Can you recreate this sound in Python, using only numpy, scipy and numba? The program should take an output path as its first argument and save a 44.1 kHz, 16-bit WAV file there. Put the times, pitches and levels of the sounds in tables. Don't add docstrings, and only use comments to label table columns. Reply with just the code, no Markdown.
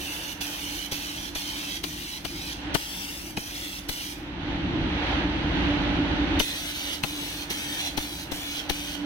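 import sys
import numpy as np
from scipy import signal
from scipy.fft import rfft, irfft, next_fast_len
from scipy.io import wavfile
from scipy.ndimage import uniform_filter1d, map_coordinates
from numba import njit

SR = 44100
rng = np.random.default_rng(int(sys.argv[2]) if len(sys.argv) > 2 else 0)


def wav_record(signal):
    frames = np.transpose(np.atleast_2d(signal))
    bounded = np.clip(frames, -1, 1)
    quanta = np.round(bounded * 32767).astype(np.int16)
    wavfile.write(sys.argv[1], SR, quanta)


N = 399105
TIME_S = np.arange(N) / SR


def amp(db):
    return 10 ** (np.asarray(db) / 20)


def unit_rms(x):
    return x / np.sqrt(np.mean(x ** 2) + 1e-20)


def log_interp(points, hz):
    freq_hz, values = np.transpose(points)
    return np.interp(np.log(hz + 1), np.log(freq_hz + 1), values)


def curves(rows):
    time_s, *columns = np.transpose(rows)
    return [np.interp(TIME_S, time_s, column) for column in columns]


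def wobble(rate_hz):
    knots = rng.standard_normal(int(N * rate_hz / SR) + 4)
    fine = np.arange(0, len(knots) - 1, 1 / 10)
    return np.interp(TIME_S * rate_hz, fine, map_coordinates(knots, [fine]))


def filtered(x, response):
    size = next_fast_len(N + SR // 2)
    return irfft(rfft(x, size) * response(np.fft.rfftfreq(size, 1 / SR)), size)[..., :N]


def noise(spectrum):
    return unit_rms(filtered(rng.standard_normal(N), lambda hz: amp(log_interp(spectrum, hz))))


def panned(balance_db):
    return amp(np.array([[.5], [-.5]]) * balance_db)


# freq_hz, coherence
COHERENCE = [(60, 0.97), (290, 0.96), (640, 0.55), (1400, -0.02), (3000, -0.27)]
def diffuse(spectrum):
    def mid_side_gains(hz):
        angle = np.arccos(np.clip(log_interp(COHERENCE, hz), -1, 1)) / 2
        return np.array([np.cos(angle), np.sin(angle)])
    mid, side = filtered(np.array([noise(spectrum), noise(spectrum)]), mid_side_gains)
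    return np.array([mid + side, mid - side])


# pitch_hz, level_db
FAN_TONES = [(185.5, -14), (286.5, -6), (292.7, 3), (587, -14.5), (1465, -16.5)]
DUCT_TONES = [(52, -49.5), (72, -54.5)]
# freq_hz, density_db
DUCT_SPECTRUM = [(10, -36), (25, -14), (40, -1.5), (55, 0.5), (95, -2.5), (135, -4.5), (185, -0.5),
                 (230, -7), (300, 3), (345, -2), (450, -23), (700, -43), (1500, -81)]
DRAUGHT_SPECTRUM = [(200, -40), (450, -0.5), (800, 0), (1150, -1), (1650, -1.5), (3000, -4.5),
                    (4100, -11.5), (5000, -25), (6200, -27.5), (7500, -37.5), (16000, -60)]
# time_s, level_db
FAN_LEVELS = [(0, -46.5), (1.6, -46.5), (2.2, -67), (2.7, -45), (3.4, -49), (5.3, -51.5), (5.7, -43),
              (7.2, -43.5), (8.2, -45.5), (9.05, -38.5)]
DRAUGHT_LEVELS = [(0, -43.5), (2.1, -50), (2.7, -46), (3.5, -49.5), (4.25, -48.5), (4.7, -47), (5.8, -45.5),
                  (7.3, -44.5), (9.05, -44.5)]
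def ventilation(duct_db=-42.5):
    def unsteady():
        return amp(1.5 * wobble(8))

    def tones(rows):
        return sum(amp(db) * unsteady() * np.sin(2 * np.pi * hz * TIME_S + 1.1 * wobble(9))
                   for hz, db in rows)

    (fan_db,), (draught_db,) = curves(FAN_LEVELS), curves(DRAUGHT_LEVELS)
    rumble = amp(duct_db) * unsteady() * diffuse(DUCT_SPECTRUM)
    draught = amp(draught_db + 1.27 * wobble(8)) * diffuse(DRAUGHT_SPECTRUM)
    drone = tones(DUCT_TONES)
    fans = amp(fan_db) * unit_rms(tones(FAN_TONES)) * panned(-5.5)
    return rumble + draught + drone + fans


# pitch_ratio, level_db, t60_s
CLINK_MODES = [(1, -3, .028), (1.12, -9, .02), (1.56, -9, .03)]
def clink(t, pitch_hz, delay_s=.006):
    age_s = np.maximum(t - delay_s, 0)
    return sum(amp(db + rng.normal(0, 1) - 60 * age_s / t60_s)
               * np.sin(2 * np.pi * pitch_hz * ratio * age_s) for ratio, db, t60_s in CLINK_MODES)


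# freq_hz, density_db
SPIT_SPECTRUM = [(300, -2.5), (900, -15.5), (1800, -8.5), (2800, -10), (4200, -1), (5000, -18), (6000, -9),
                 (7000, -21), (16000, -20)]
THUD_SPECTRUM = [(20, -20), (50, -16), (130, 4), (220, 5), (450, -2.5), (900, -10), (3000, -50)]
POP_SPECTRUM = [(150, -17), (450, -7), (650, 1.5), (900, -1), (1200, -1), (1600, -6), (3000, -4.5),
                (8000, -54)]
# start_s, end_s, spit_db, thud_db, pop_db, gust_db, clink_db, clink_hz,
# puff_balance_db, hiss_db, rush_start_db, rush_mid_db, rush_end_db, jet_balance_db,
# ring_hz, ring_db, upper_ring_db, dip_db
PASSES = [(-.1, 0.331, -50, -60, -60, -60, -60, 3000, 0, -41, -39.5, -39, -39.5, .7, 2950, 7, 5, 7),
          (0.408, 0.861, -41, -41, -58, -46, -31, 2970, -7, -41.5, -41.5, -37, -39.5, 0.87, 2930, 5.7, 3, 5),
          (.915, 1.291, -34, -32, -38, -32, -30, 3140, 8, -44, -39.5, -38, -40, 1.3, 3250, 2.7, 3.5, 5),
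          (1.35, 1.775, -45, -46, -36.5, -31, -28, 3830, 10, -43, -40.5, -37, -37, 2.4, 3210, 5.2, 5.5, 2),
          (1.834, 2.182, -30, -39, -36, -42, -24, 3010, 12, -46, -45, -42, -41.5, 3.6, 3220, 5.5, 9, 3),
          (2.246, 2.531, -36, -38, -36, -38, -29, 2850, 12.5, -49, -48.5, -43, -41, 2.8, 3170, 5.3, 9, -1),
          (2.744, 3.309, -30, -29.5, -25, -31, -29, 2880, 21.5, -41.5, -36.5, -37.5, -44.5, 5.6, 3060, 4.8, -0.5, -3.5),
          (3.367, 3.793, -43, -27.5, -34, -34, -20, 2520, 8.5, -45, -47, -38.5, -43.5, 2.7, 3180, 4.5, 6.5, 0),
          (3.887, 4.135, -28, -38, -42, -25, -45, 2920, 10.5, -43, -43, -37.5, -43, 2.7, 3120, 3.8, 6, 1),
          (6.395, 6.96, -35.5, -25.5, -29.5, -21, -17.5, 3010, 14.5, -40.5, -34, -35.5, -33.5, 2.7, 3440, 5.5, 5, 10),
          (7.031, 7.439, -28.5, -30.5, -28, -34, -15.5, 2660, 12, -43.5, -43, -37.5, -40, 5.1, 3280, 6, 9.5, 6),
          (7.5, 7.885, -34, -36, -57, -40, -35, 4340, -5, -41, -37.5, -34.5, -30.5, 4.6, 3500, 2.5, 1.5, 10),
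          (7.971, 8.238, -27, -29, -30.5, -22, -22, 3360, 10, -45, -43, -42.5, -42.5, 3.2, 3300, 4.9, 11.5, 3),
          (8.314, 8.6, -38, -37.5, -43, -31, -30, 3500, 20, -43.5, -46, -38.5, -34.5, 3.5, 3420, 8.3, 4, 5),
          (8.693, 8.952, -27, -25, -32, -23, -21, 3140, 16.5, -45, -40.5, -38.5, -38.5, 3.7, 3130, 4.9, 6, 9)]
def puffs(gust_delay_s=.0092, gust_push_s=.0057):
    def bump(peak_s):
        return (t / peak_s * np.exp(1 - t / peak_s)) ** 4

    t = np.arange(SR // 10) / SR
    gust_age = np.maximum(t - gust_delay_s, 0) / gust_push_s
    gust = gust_age * (gust_age - 2) * np.exp(-gust_age)
    spit, thud, pop, knock = np.zeros((4, 2, N + SR))
    for start_s, _, spit_db, thud_db, pop_db, gust_db, clink_db, clink_hz, balance_db, *_ in PASSES:
        span = int(start_s * SR) + np.arange(len(t))
        pan = panned(balance_db)
        spit[:, span] += amp(spit_db) * pan * bump(peak_s=.0068)
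        thud[:, span] += amp(thud_db) * pan * bump(peak_s=.0098)
        pop[:, span] += amp(pop_db) * pan * bump(peak_s=.01)
        knock[:, span] += pan * (amp(gust_db) * gust + amp(clink_db) * clink(t, clink_hz))
    return (spit[:, :N] * diffuse(SPIT_SPECTRUM) + thud[:, :N] * diffuse(THUD_SPECTRUM)
            + pop[:, :N] * diffuse(POP_SPECTRUM) + knock[:, :N])


def valve(rise_s, fall_s, surge_db, surge_s, bleed_db, bleed_s=.072):
    flow = np.zeros(N)
    for start_s, end_s, *_ in PASSES:
        span = np.arange(max(int(start_s * SR) - SR // 20, 0), min(int(end_s * SR) + SR // 2, N))
        t = span / SR
        opening = (1 + np.tanh((t - start_s) / rise_s)) / 2
        surge = amp(surge_db * np.exp(-np.maximum(t - start_s, 0) / surge_s))
        shut_s = np.maximum(t - end_s, 0)
        closing = np.maximum(np.exp(-shut_s / fall_s), amp(bleed_db) * np.exp(-shut_s / bleed_s))
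        flow[span] += opening * surge * closing
    return flow


def arm_swing(hiss_follow=.76, arc_left_db=3):
    progress = np.linspace(0, 1, 9)
    arc_db = arc_left_db * (np.sin(np.pi * progress) - 2 / np.pi)
    path = []
    for row in PASSES:
        start_s, end_s = row[:2]
        hiss_db, first_db, mid_db, last_db, balance_db, *rings = row[9:17]
        time_s = start_s + (end_s - start_s) * progress
        rush_db = np.interp(progress, [0, .5, 1], [first_db, mid_db, last_db])
        swing_db = hiss_follow * (rush_db - rush_db.mean())
        held_rings = np.tile(rings, (len(progress), 1))
        path.append(np.column_stack([time_s, hiss_db + swing_db, rush_db, balance_db + arc_db, held_rings]))
    return curves(np.vstack(path))


def bell(hz, centre_hz, half_width_hz):
    return 1 / (1 + ((hz - centre_hz) / half_width_hz) ** 2)


def treble_dip(x, centre_hz=5070, half_width_hz=210):
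    hz, t, bins = signal.stft(x, SR, nperseg=256)
    depths = [(time_s, dip_db) for start_s, end_s, *_, dip_db in PASSES for time_s in (start_s, end_s)]
    depth_db = np.interp(t, *np.transpose(depths))
    notch = amp(-depth_db * bell(hz[:, None], centre_hz, half_width_hz))
    return signal.istft(bins * notch, SR, nperseg=256)[1][:, :N]


# delay_s, gain
NEAR_ECHOES = [(.0008, .42), (.0012, .52), (.0016, .52), (.0021, .42), (.003, .32), (.0046, .3),
               (.0068, .24)]
# time_s, lag_s
RIGHT_LAG = [(0, 0.00032), (.8, 0.0003), (1.5, 0.0003), (2, 0.00031), (2.5, 0.00029), (2.9, 0.00025),
             (3.5, 0.00032), (3.8, 0.00026), (4.1, 0.00032), (6.4, 0.00019), (6.85, 0.00021),
             (7.2, 0.00017), (7.8, 0.00019), (8.05, 0.0002), (8.4, 0.00013), (8.55, 0.0002), (9, 0.0002)]
def gun_motion(x, rush_db, ring_hz, ring_db, upper_db, upper_hz=4120, wander_hz=70,
               usual_rush_db=-40, focus=.45, echo_swing_s=.0001, port_swing_s=.00003):
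    def drift(rate_hz):
        return map_coordinates(rng.standard_normal(int(t[-1] * rate_hz) + 4), [t * rate_hz])

    def ring(db, centre_hz, half_width_hz):
        return (db + focus_db) * bell(hz, centre_hz + wander_hz * drift(7), half_width_hz)

    hz, t, bins = signal.stft(x, SR, nperseg=1024)
    hz = hz[:, None]
    rush_db, ring_hz, ring_db, upper_db = (
        np.interp(t, TIME_S, curve) for curve in (rush_db, ring_hz, ring_db, upper_db))
    focus_db = focus * (rush_db - usual_rush_db)
    rings_db = ring(ring_db, ring_hz, half_width_hz=207) + ring(upper_db, upper_hz, half_width_hz=224)
    paths = np.ones(bins.shape, complex)
    for delay_s, gain in NEAR_ECHOES:
        arrival_s = delay_s + echo_swing_s * drift(4) + port_swing_s * np.array([[drift(4)] for _ in x])
        fade = np.tanh(2 * drift(8))
        paths += gain * fade * np.exp(-2j * np.pi * hz * arrival_s)
    paths /= np.sqrt(np.mean(np.abs(paths) ** 2, axis=1, keepdims=True))
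    paths[1] *= np.exp(-2j * np.pi * hz * np.interp(t, *np.transpose(RIGHT_LAG)))
    return signal.istft(bins * amp(rings_db - focus_db / 2) * paths, SR, nperseg=1024)[1][:, :N]


def booth_noise(envelope, spectrum, linger_s, wall_share=.3):
    pole = np.exp(-1 / (linger_s * SR))
    walls = np.sqrt(signal.lfilter([1 - pole], [1, -pole], envelope ** 2)) * diffuse(spectrum)
    direct = envelope * noise(spectrum)
    return np.sqrt(1 - wall_share) * direct + np.sqrt(wall_share) * walls


# freq_hz, density_db
HISS_SPECTRUM = [(1500, -46), (3500, -28), (5000, -7.5), (6200, 0.5), (7500, -1.5), (11000, -5.5),
                 (16000, -1)]
RUSH_SPECTRUM = [(200, -14), (600, -9), (1100, -7), (1800, -2.5), (2400, 0.5), (3000, 0), (4300, -6),
                 (4950, -3.5), (6000, -6), (7000, -9.5), (16000, -42)]
def spray():
    hiss_db, rush_db, balance_db, *rings = arm_swing()
    flutter = amp(.8 * wobble(45))
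    hiss_flow = valve(rise_s=.002, fall_s=.0067, surge_db=10, surge_s=.042, bleed_db=-39)
    rush_flow = valve(rise_s=.0035, fall_s=.006, surge_db=7, surge_s=.034, bleed_db=-6)
    hiss = booth_noise(amp(hiss_db) * flutter * hiss_flow, HISS_SPECTRUM, linger_s=.023)
    rush = booth_noise(amp(rush_db) * flutter * rush_flow, RUSH_SPECTRUM, linger_s=.012)
    return panned(balance_db) * gun_motion(hiss + rush, rush_db, *rings)


def scene():
    return treble_dip(spray() + puffs()) + ventilation()


@njit
def follow(target, attack_s, release_s):
    out, now = np.empty_like(target), 0.
    for i in range(len(target)):
        now += (target[i] - now) / (SR * (attack_s if target[i] < now else release_s))
        out[i] = now
    return out


def gain_control(x, knee_db=-40, max_boost_db=16.5, limit_db=-20.5):
    def level_db(band):
        power = uniform_filter1d(np.mean(band ** 2, 0), size=128)
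        return 10 * np.log10(np.abs(power) + 1e-12)

    treble = signal.sosfilt(signal.butter(4, 6000, "high", fs=SR, output="sos"), x)
    boost_db = np.clip(knee_db - level_db(treble), 0, max_boost_db)
    target_db = np.minimum(boost_db, limit_db - level_db(x))
    return x * amp(follow(target_db, attack_s=.006, release_s=.38))


# freq_hz, gain_db
HOUSING_EQ = [(680, -0.5), (860, 3), (1130, -3.5), (1500, -0.5), (4250, -1.5), (4600, 0.5), (5000, 0),
              (5600, -1.5), (6000, 0.6), (6700, -4), (7000, 1), (7500, -2), (8000, -0.53)]
LEFT_EQ = [(750, 0), (1100, -2), (1700, -0.5), (3000, -0.6), (4200, 0), (5000, -1), (6200, 0.5), (7500, -4),
           (8150, 7.5), (8700, 2.5), (9600, 6.5), (10600, 4), (12500, -7), (13300, 7.5), (15600, 1.5)]
RIGHT_EQ = [(750, 0), (2400, 2.5), (3200, 6.5), (5000, 6.5), (6100, 8.5), (6700, 3), (8900, -10),
            (9800, 8.5), (10500, 0), (11000, 13), (12000, 7), (12700, -8), (13200, 9.5), (15200, -17)]
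def record(dry):
    def response(hz):
        ports_db = np.array([log_interp(LEFT_EQ, hz), log_interp(RIGHT_EQ, hz)])
        return amp(log_interp(HOUSING_EQ, hz) + ports_db)
    levelled = gain_control(filtered(dry, response))
    return filtered(levelled, lambda hz: hz < 15900)


dry = scene()
out = record(dry)
wav_record(out)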